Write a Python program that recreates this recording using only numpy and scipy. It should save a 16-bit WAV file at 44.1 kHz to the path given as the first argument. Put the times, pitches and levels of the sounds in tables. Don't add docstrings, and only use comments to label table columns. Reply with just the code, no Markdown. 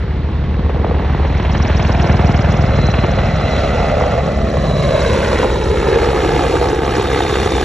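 import sys
import numpy as np
from scipy import signal
from scipy.fft import rfft, irfft, next_fast_len
from scipy.io import wavfile

SR = 44100
rng = np.random.default_rng(int(sys.argv[2]) if len(sys.argv) > 2 else 0)


def master(y):
    cut = np.clip(np.atleast_2d(y).T, -1, 1)
    pcm = np.round(cut * 32767)
    wavfile.write(sys.argv[1], SR, pcm.astype(np.int16))


N = 337301
TIME = np.arange(N) / SR
SPEED_M_PER_S, CLOSEST_M, CLOSEST_S = 40, 60, 7.5

# (time [s], level [dB])
RASP_LEVEL = [(0, -48.5), (1, -43.5), (1.8, -36), (2.5, -50), (3.6, -39), (4.3, -56), (7.65, -46)]
# (time [s], level [dB])
WHINE_LEVEL = [(0, -64), (1.7, -50), (2.65, -50), (2.8, -34), (3.15, -44), (3.4, -43), (3.55, -36),
               (3.7, -44), (4.1, -48), (4.57, -47), (4.7, -35), (5.05, -36), (5.3, -44), (5.65, -40),
               (6.2, -49), (6.8, -44), (7.3, -34.5), (7.65, -38)]
# (time [s], pitch [Hz])
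WHINE_HZ = [(0, 3990), (2.5, 4050), (3.5, 3990), (4.8, 3945), (6, 3840), (7, 3710), (7.65, 3590)]
# (time [s], level [dB], fade at the top of the sweep [dB])
TIP_LEVEL = [(0, -75, 41), (1.15, -58, 32), (1.4, -51, 35), (1.6, -40.5, 38), (2.4, -39.5, 38),
             (2.8, -44, 34), (3.6, -48.5, 23), (4.6, -51, 12), (5.05, -41, 12), (5.4, -42, 12),
             (5.6, -48, 12), (6.1, -47, 14), (7.65, -44, 5)]
# (gain while falling [dB], gain while rising [dB])
TIP_GAINS = [(6.5, 10), (-2.5, 8), (0.5, 10.5), (3, 7.5), (-2.5, -5)]
# (low edge [Hz], high edge [Hz])
WAKE_ZONES = [(90, 260), (330, 900), (1100, 3000), (5300, 7500), (10000, 12000)]
# (time [s], roar level [dB], rush level [dB])
WAKE_LEVEL = [(0, -35.5, -35.5), (.45, -31.5, -37.5), (.8, -28, -34), (1.4, -25, -30.5), (2.1, -20.5, -27),
              (2.65, -21.5, -28.5), (3.4, -20, -27), (4, -15, -25.5), (4.35, -20.5, -31), (4.75, -20, -31),
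              (5.05, -17, -23.5), (5.42, -19, -24), (5.6, -21, -30.5), (5.95, -17.5, -23.5),
              (6.65, -15, -27.5), (6.9, -19, -25.5), (7.25, -18.5, -23), (7.65, -20, -25)]
# (time [s], level [dB])
HISS_LEVEL = [(0, -70), (.9, -66.5), (1.8, -53.5), (3.3, -49), (3.6, -43.5), (4.4, -48.5), (4.8, -43),
              (5.18, -39.5), (5.6, -44), (6.5, -39.5), (6.8, -44), (7.3, -38), (7.65, -38)]
# (frequency [Hz], gain [dB])
WAKE_COLOUR = [(30, -9), (60, 4.5), (100, 3.5), (160, 4), (270, 1), (480, 0.5), (650, 1), (950, 0),
               (1300, 0), (2300, 2), (3300, 1.5), (4300, 3.5), (6000, -1), (8500, 5.5), (11000, -5.5)]
# (time [s], depth [0-1])
MAIN_CHOP_DEPTH = [(0, 0), (1, 0.14), (3, 0.08), (3.6, 0.07), (7.65, 0)]
# (time [s], centre [Hz], level over the roar [dB])
WHOOSH_BAND = [(0, 420, 3), (.95, 428, -1.5), (2, 640, -16.5), (3.3, 590, -11.5), (4, 570, -12),
               (4.95, 596, -3.5), (5.25, 520, -8), (5.6, 460, -2), (6, 445, -2), (6.4, 435, -8.5),
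               (7.65, 430, -2)]
# (time [s], gain [dB], width [s])
WHOOSH_SURGES = [(3.96, 5, .07), (5.0, 3, .06), (5.445, 5, .018), (5.96, 3.5, .06)]
# (time [s], rate [1/s])
TAIL_BLADE_RATE = [(0, 72.1), (1.5, 72.1), (1.9, 72.7), (2.7, 72.6), (4.05, 71.6), (5.25, 70.9),
                   (6.45, 68.4), (7.65, 66)]
# (time [s], fundamental level [dB], octave level [dB], overtone level [dB])
DRONE_LEVEL = [(0, -20.5, -34, -45.5), (1, -18, -28, -35.5), (2, -20.5, -37, -33.5),
               (2.8, -20.5, -28, -33.5), (3.3, -23.5, -33, -35), (3.65, -28, -28, -30.5),
               (4.1, -23.5, -29, -35.5), (4.4, -21, -31, -28), (4.8, -24, -18.5, -30),
               (5.3, -24.5, -36.5, -28), (6.3, -22, -28.5, -34.5), (7.05, -27.5, -35, -32.5),
               (7.65, -19.5, -52, -29)]
# (harmonic [x tail blade rate], sideband [x main blade rate], gain [dB])
OCTAVE_PARTIALS = [(2, 0, 0), (2, 1, -4)]
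OVERTONE_PARTIALS = [(1, 1, -9), (3, 0, -1), (3, 1, -7), (4, 0, -7), (5, 0, -4), (6, 0, -8)]
# (time [s], rate [1/s])
MAIN_BLADE_RATE = [(0, 19.92), (.75, 19.77), (1.25, 19.88), (1.75, 20.12), (2.25, 20.22), (2.75, 20.2),
                   (3.25, 20.1), (4.25, 19.86), (5.25, 19.55), (5.75, 19.28), (6.25, 18.92), (6.75, 18.65),
                   (7.65, 18.25)]
# (time [s], deep level [dB], middle level [dB], sharp level [dB])
THUMP_LEVEL = [(0, -24, -26, -25.5), (1.3, -20, -20, -22), (2.2, -20.5, -17.5, -14.2), (3, -20, -29, -15.8),
               (3.35, -21, -32, -20), (3.65, -20.5, -34, -32), (4.15, -26, -34, -38), (4.9, -22, -36, -31),
               (6, -23, -38, -33), (6.7, -28, -38, -36), (7.65, -35, -38, -38)]
# (harmonic [x main blade rate], relative level within the part [dB])
DEEP_HARMONICS = [(2, 0.5), (3, 6.5)]
MIDDLE_HARMONICS = [(4, 0)]
SHARP_HARMONICS = [(5, 2.5), (6, 0), (7, 0), (8, -2.5), (9, -4), (10, -5.5), (11, -8.5), (12, -16),
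                   (13, -26), (14, -13), (15, -22.5), (16, -17.5), (17, -30), (18, -13.5)]
# (time [s], spike level [dB])
BEAT_SLAP_LEVEL = [(.4, -26.5), (.749, -27), (1.3, -20), (1.85, -14.5), (2.3, -15), (2.6, -20), (2.95, -17),
                   (3.3, -22)]
# (time [s], spike level [dB], crackle [0-1], hollow knock [0-1])
ACCENT_SLAPS = [(0.646, -18, 0.05, 0.95), (.663, -19, 0.1, 0.7), (.695, -11, 0.06, 0.8),
                (.746, -16.5, 0.05, 0.6), (.761, -14, 0.02, 1), (.797, -16, .05, 0.2),
                (.812, -23, 0.05, 0.94), (0.8452, -4.5, 0.04, 0.3), (0.866, -14.5, 0, 0.9),
                (.894, -18, .08, .8), (0.9105, -8.5, 0.06, 0.85), (.944, -12.5, 0.07, 0.2),
                (0.964, -16, .03, .2), (0.996, -12, .05, 0.2), (1.047, -11.5, 0.04, 0.2),
                (1.098, -10.5, 0, .1), (1.147, -11, .1, 0.2), (1.198, -11, 0.02, 0.4),
                (1.249, -8, 0.09, 0.2), (1.296, -20, .08, .1), (1.398, -9, 0.12, 0),
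                (1.449, -12, 0.29, 0.06), (1.549, -9, 0.2, .2), (1.6, -14, 0.2, 0.1),
                (1.698, -7, 0.11, 0.1), (1.795, -11.5, 0.2, 0), (1.894, -8, .08, 0),
                (1.946, -10.5, 0.17, .2), (2.043, -11, 0.2, .1), (2.094, -8.5, 0.25, 0.3),
                (2.143, -6, .1, 0), (2.193, -8, 0.13, 0.1), (2.292, -7.5, 0.12, 0.1), (2.443, -18, 0.5, 0),
                (2.538, -12, 0.22, 0), (2.587, -20.5, 0.35, .1), (2.886, -18, 0.2, 0.1),
                (2.938, -13, .45, 0.1), (2.985, -13, 0.35, .1), (3.038, -8, 0.16, 0.3),
                (3.046, -7.5, 0.06, 0.3), (4.011, -9.5, .01, .6), (4.039, -12, .05, 0.6),
                (4.139, -12, 0.1, 0), (4.57, -11.5, 0, 0.5), (4.643, -23, 0.3, 0.3), (4.901, -22, 0, 0.4),
                (5.431, -8, .03, 1), (5.445, -4.5, .05, 1)]
# (time [s], lag [ms])
TARMAC_LAG = [(0, 1), (1.5, 1.05), (2, 1.27), (2.5, 1.47), (3.3, 1.5), (4.1, 1.49), (4.5, 1.62), (5, 1.89),
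              (5.5, 2.14), (6, 2.36), (6.6, 2.48), (7.65, 2.46)]
# (time [s], gain [0-1])
TARMAC_GAIN = [(0, .15), (2.5, .35), (3.6, .65), (4.1, .8), (4.8, .75), (6, .62), (7.65, .65)]
# (frequency [Hz], phase [rad])
PORT_PHASE = [(0, 0), (250, -.38), (550, -.75), (1000, -.6), (2600, .55), (4130, .8), (4650, 2),
              (5170, 4.9), (5600, 6.1), (6400, 6.6), (8000, 8.5), (8400, 9.3), (9700, 9.5), (10900, 11.3),
              (11600, 12.5)]
# (frequency [Hz], gain [dB])
PORT_GAIN = [(450, .1), (700, -1.5), (1150, -2.6), (1800, .1)]


def from_db(db):
    return 10 ** (np.asarray(db) / 20)


def rms_one(x):
    return x / np.sqrt(np.mean(x ** 2) + 1e-20)


def in_time(rows):
    s, *columns = np.transpose(rows)
    return [np.interp(TIME, s, column) for column in columns]


def at_hz(points, hz):
    points_hz, values = np.transpose(points)
    return np.interp(np.log(hz), np.log(points_hz), values)


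def filtered(x, hz, kind, order=2):
    return signal.sosfilt(signal.butter(order, hz, kind, fs=SR, output="sos"), x + 1e-18)


def drift(hz):
    step = 40
    pole = np.exp(-2 * np.pi * step * hz / SR)
    noise = rng.standard_normal(N // step + 2002)
    slow = signal.lfilter([1], [1, -2 * pole, pole * pole], noise)[2000:]
    return np.interp(np.arange(N) / step, np.arange(len(slow)), rms_one(slow))


def sine(hz):
    return np.sqrt(2) * np.sin(2 * np.pi * np.cumsum(hz) / SR)


def narrow_noise(hz, width_hz):
    a, b = filtered(rng.standard_normal((2, N)), width_hz / 2, "low", order=3)
    angle = 2 * np.pi * np.cumsum(hz) / SR
    return rms_one(a * np.cos(angle) + b * np.sin(angle))


def beam(peak_db, peak_s, rise_db_per_s, fall_db_per_s):
    return peak_db - np.maximum(rise_db_per_s * (peak_s - TIME), fall_db_per_s * (TIME - peak_s))


def once_a_blade(passages, depth, sharpness):
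    bump = np.exp(sharpness * (np.cos(2 * np.pi * passages) - 1))
    return 1 - depth + depth * bump / bump.mean()


def airfield(level_db):
    noise = rng.standard_normal((2, N))
    return from_db(level_db) * rms_one(filtered(noise, [1500, 4770], "band", order=4))


def intake_rasp(chop):
    noise = rms_one(filtered(rng.standard_normal(N), [2040, 4180], "band", order=3))
    return from_db(in_time(RASP_LEVEL)[0]) * np.sqrt(chop) * noise


def turbines(air_db):
    hz, = in_time(WHINE_HZ)
    whine_db, = in_time(WHINE_LEVEL)
    whine = narrow_noise(hz, width_hz=90) + from_db(-7.5) * narrow_noise(hz, width_hz=500)
    thin = from_db(air_db - 9) * sine(3.08 * hz + 170 * drift(200))
    gear_db = beam(peak_db=-38, peak_s=3.56, rise_db_per_s=5.5, fall_db_per_s=5.5)
    gear = from_db(gear_db + 3 * drift(25)) * sine(.502 * hz + 22 * drift(60))
    return from_db(whine_db) * whine + gear + thin


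def tip_whistle(blades, low_hz, high_hz, flutter_db):
    level_db, fade_db = in_time(TIP_LEVEL)
    arch = np.cos(np.pi * blades) ** 2
    hz = low_hz + (high_hz - low_hz) * arch
    falling_db, rising_db = np.array(TIP_GAINS)[blades.astype(int) % len(TIP_GAINS)].T
    rising = np.clip(.5 - np.sin(2 * np.pi * blades), 0, 1)
    swing_db = falling_db + (rising_db - falling_db) * rising - fade_db * arch
    return from_db(level_db + swing_db + flutter_db * drift(2.5)) * narrow_noise(hz, width_hz=750)


def over_tarmac(x, dull_hz):
    lag_ms, = in_time(TARMAC_LAG)
    gain, = in_time(TARMAC_GAIN)
    dull = signal.sosfiltfilt(signal.butter(1, dull_hz, fs=SR, output="sos"), x)
    echo = np.interp(TIME - lag_ms / 1000, TIME, dull)
    return (x + gain * echo) / np.sqrt(1 + gain ** 2)


def blade_chop(blades, tail_blades, side_on):
    main = once_a_blade(blades, depth=in_time(MAIN_CHOP_DEPTH)[0], sharpness=6.2)
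    tail = once_a_blade(tail_blades, depth=.6 * side_on, sharpness=3.4)
    clatter_db = side_on * (1.2 * drift(100) + .7 * drift(12))
    return main * tail * from_db(clatter_db) ** 2


def wake_levels(distance_m):
    rumble_db = beam(peak_db=-24, peak_s=3.2, rise_db_per_s=1.8, fall_db_per_s=.2)
    roar_db, rush_db = in_time(WAKE_LEVEL)
    hiss_db, = in_time(HISS_LEVEL)
    fade_in_db = -.22 * np.maximum(distance_m - 100, 0)
    air_db = hiss_db - 10.5 + fade_in_db
    return [rumble_db, roar_db, rush_db, hiss_db, air_db]


def whoosh(roar_db, chop):
    hz, over_db = in_time(WHOOSH_BAND)
    surge_db = sum(db * np.exp(-.5 * ((TIME - s) / width) ** 2) for s, db, width in WHOOSH_SURGES)
    return from_db(roar_db + over_db + surge_db) * np.sqrt(chop) * narrow_noise(hz, width_hz=173)


def wake(zone_db, chop, patchy_db):
    low, high = np.transpose(WAKE_ZONES)
    log_centres = np.log(low * high) / 2
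    density_db = np.array(zone_db) - 10 * np.log10(high - low)[:, None]
    edges = 28 * 2 ** (np.arange(28) / 3)
    white = rng.standard_normal((2, N))
    shared_waver = .64 * drift(33)
    out = np.zeros(N)
    for k, (lo, hi) in enumerate(zip(edges, edges[1:])):
        hz = np.sqrt(lo * hi)
        weights = np.array([np.interp(np.log(hz), log_centres, row) for row in np.eye(len(low))])
        db = weights @ density_db + at_hz(WAKE_COLOUR, hz) + patchy_db * (shared_waver + drift(34))
        depth = 1 / (1 + (180 / hz) ** 2) / (1 + (hz / 5000) ** 2)
        band = rms_one(filtered(white[k % 2], [lo, hi], "band"))
        out += band * np.sqrt((hi - lo) * (1 - depth + depth * chop)) * from_db(db)
    return out


def tail_rotor(tail_blades, blades, waver_db):
    drone_db, octave_db, overtones_db = in_time(DRONE_LEVEL)
    out = from_db(drone_db) * np.cos(2 * np.pi * tail_blades)
    buffeted = tail_blades + .04 * drift(22)
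    groups = (octave_db, OCTAVE_PARTIALS, tail_blades), (overtones_db, OVERTONE_PARTIALS, buffeted)
    for level_db, partials, passages in groups:
        for k, sideband, db in partials:
            gain = from_db(level_db + db + waver_db * k * drift(4.4))
            out += gain * np.cos(2 * np.pi * (k * passages + sideband * blades))
    return np.sqrt(2) * out


def slap_events(blades, crackle, scatter_db):
    s, db = np.transpose(BEAT_SLAP_LEVEL)
    beats = np.interp(np.arange(1, int(blades[-1])) - .055, blades, TIME)
    levels = np.interp(beats, s, db) + scatter_db * rng.standard_normal(len(beats))
    gap_s = np.abs(beats[:, None] - np.array(ACCENT_SLAPS)[:, 0]).min(axis=1)
    free = (gap_s > .01) & (s[0] < beats) & (beats < s[-1])
    return ACCENT_SLAPS + [(at, level, crackle, 0) for at, level in zip(beats[free], levels[free])]


def blade_slaps(events, trail_hz=386, knock_hz=470, knock_s=.0026, crackle_s=.0039):
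    age = np.arange(SR // 20) / SR
    impulse = 1. * (age == 0)
    spike = filtered(filtered(impulse, 202, "high", order=3), 880, "low", order=4)
    radius, angle = np.exp(-np.pi * trail_hz / 2 / SR), 2 * np.pi * trail_hz / SR
    allpass = [1, -2 * radius * np.cos(angle), radius * radius]
    spike = signal.lfilter(allpass[::-1], allpass, spike)
    spike /= np.abs(spike).max()
    body = np.sin(2 * np.pi * knock_hz * age) * (age / knock_s / 2) ** 2 * np.exp(2 - age / knock_s)
    burst = age / crackle_s * np.exp(1 - age / crackle_s)
    out = np.zeros(N)
    for s, db, crackle, knock in events:
        torn = burst * rms_one(filtered(rng.standard_normal(len(age)), [880, 2900], "band", order=4))
        at = round(s * SR)
        out[at:at + len(age)] += from_db(db) * (spike + crackle * torn + knock * body)
    return out


def main_rotor_thump(blades, smear_rad, uneven_db):
    parts = DEEP_HARMONICS, MIDDLE_HARMONICS, SHARP_HARMONICS
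    out = np.zeros(N)
    for level_db, harmonics in zip(in_time(THUMP_LEVEL), parts):
        wave = sum(from_db(db) * np.cos(2 * np.pi * k * blades + smear_rad / k) for k, db in harmonics)
        out -= from_db(level_db + uneven_db * drift(27)) * rms_one(wave)
    return out


def two_ports(x, diffuse_db, decay_s):
    size = next_fast_len(N + SR // 10)
    hz = np.arange(size // 2 + 1) * SR / size
    lead_rad = np.interp(hz, *np.transpose(PORT_PHASE))
    left = np.exp(.5j * lead_rad) * from_db(at_hz(PORT_GAIN, hz + 1) / 2)
    direct = irfft(rfft(x, size) * np.array([left, 1 / left]), size)[:, :N]
    age = np.arange(SR // 2) / SR
    scatter = rng.standard_normal((2, len(age))) * np.exp(-age / decay_s)
    scatter /= np.linalg.norm(scatter, axis=1, keepdims=True)
    diffuse = signal.fftconvolve(filtered(x, 170, "high", order=1)[None], scatter, axes=1)[:, :N]
    return direct + from_db(diffuse_db) * diffuse


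def scene():
    distance_m = np.hypot(CLOSEST_M, SPEED_M_PER_S * (TIME - CLOSEST_S))
    blades = .22 + np.cumsum(in_time(MAIN_BLADE_RATE)[0]) / SR
    tail_blades = .16 + np.cumsum(in_time(TAIL_BLADE_RATE)[0]) / SR
    pulses = blades - .025
    zone_db = wake_levels(distance_m)
    _, roar_db, _, _, air_db = zone_db
    chop = blade_chop(pulses, tail_blades, side_on=CLOSEST_M / distance_m)
    roar = wake(zone_db, chop, patchy_db=1.4)
    thump = main_rotor_thump(pulses, smear_rad=25, uneven_db=1)
    drone = tail_rotor(tail_blades, blades, waver_db=.7)
    tips = tip_whistle(blades + .03, low_hz=5150, high_hz=10000, flutter_db=1.5)
    engines = turbines(air_db) + intake_rasp(chop)
    slaps = blade_slaps(slap_events(blades, crackle=.33, scatter_db=2))
    combed_roar = over_tarmac(roar + whoosh(roar_db, chop), dull_hz=1590)
    aircraft = engines + tips + combed_roar + drone + slaps + thump
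    return two_ports(aircraft, diffuse_db=-18, decay_s=.13) + airfield(level_db=-49)


def record(dry):
    x = signal.sosfiltfilt(signal.butter(4, 29, "high", fs=SR, output="sos"), dry)
    rounded = x / (1 + (x / .95) ** 8) ** (1 / 8)
    return signal.sosfilt(signal.ellip(8, .2, 70, 11400, fs=SR, output="sos"), rounded)


dry = scene()
out = record(dry)
master(out)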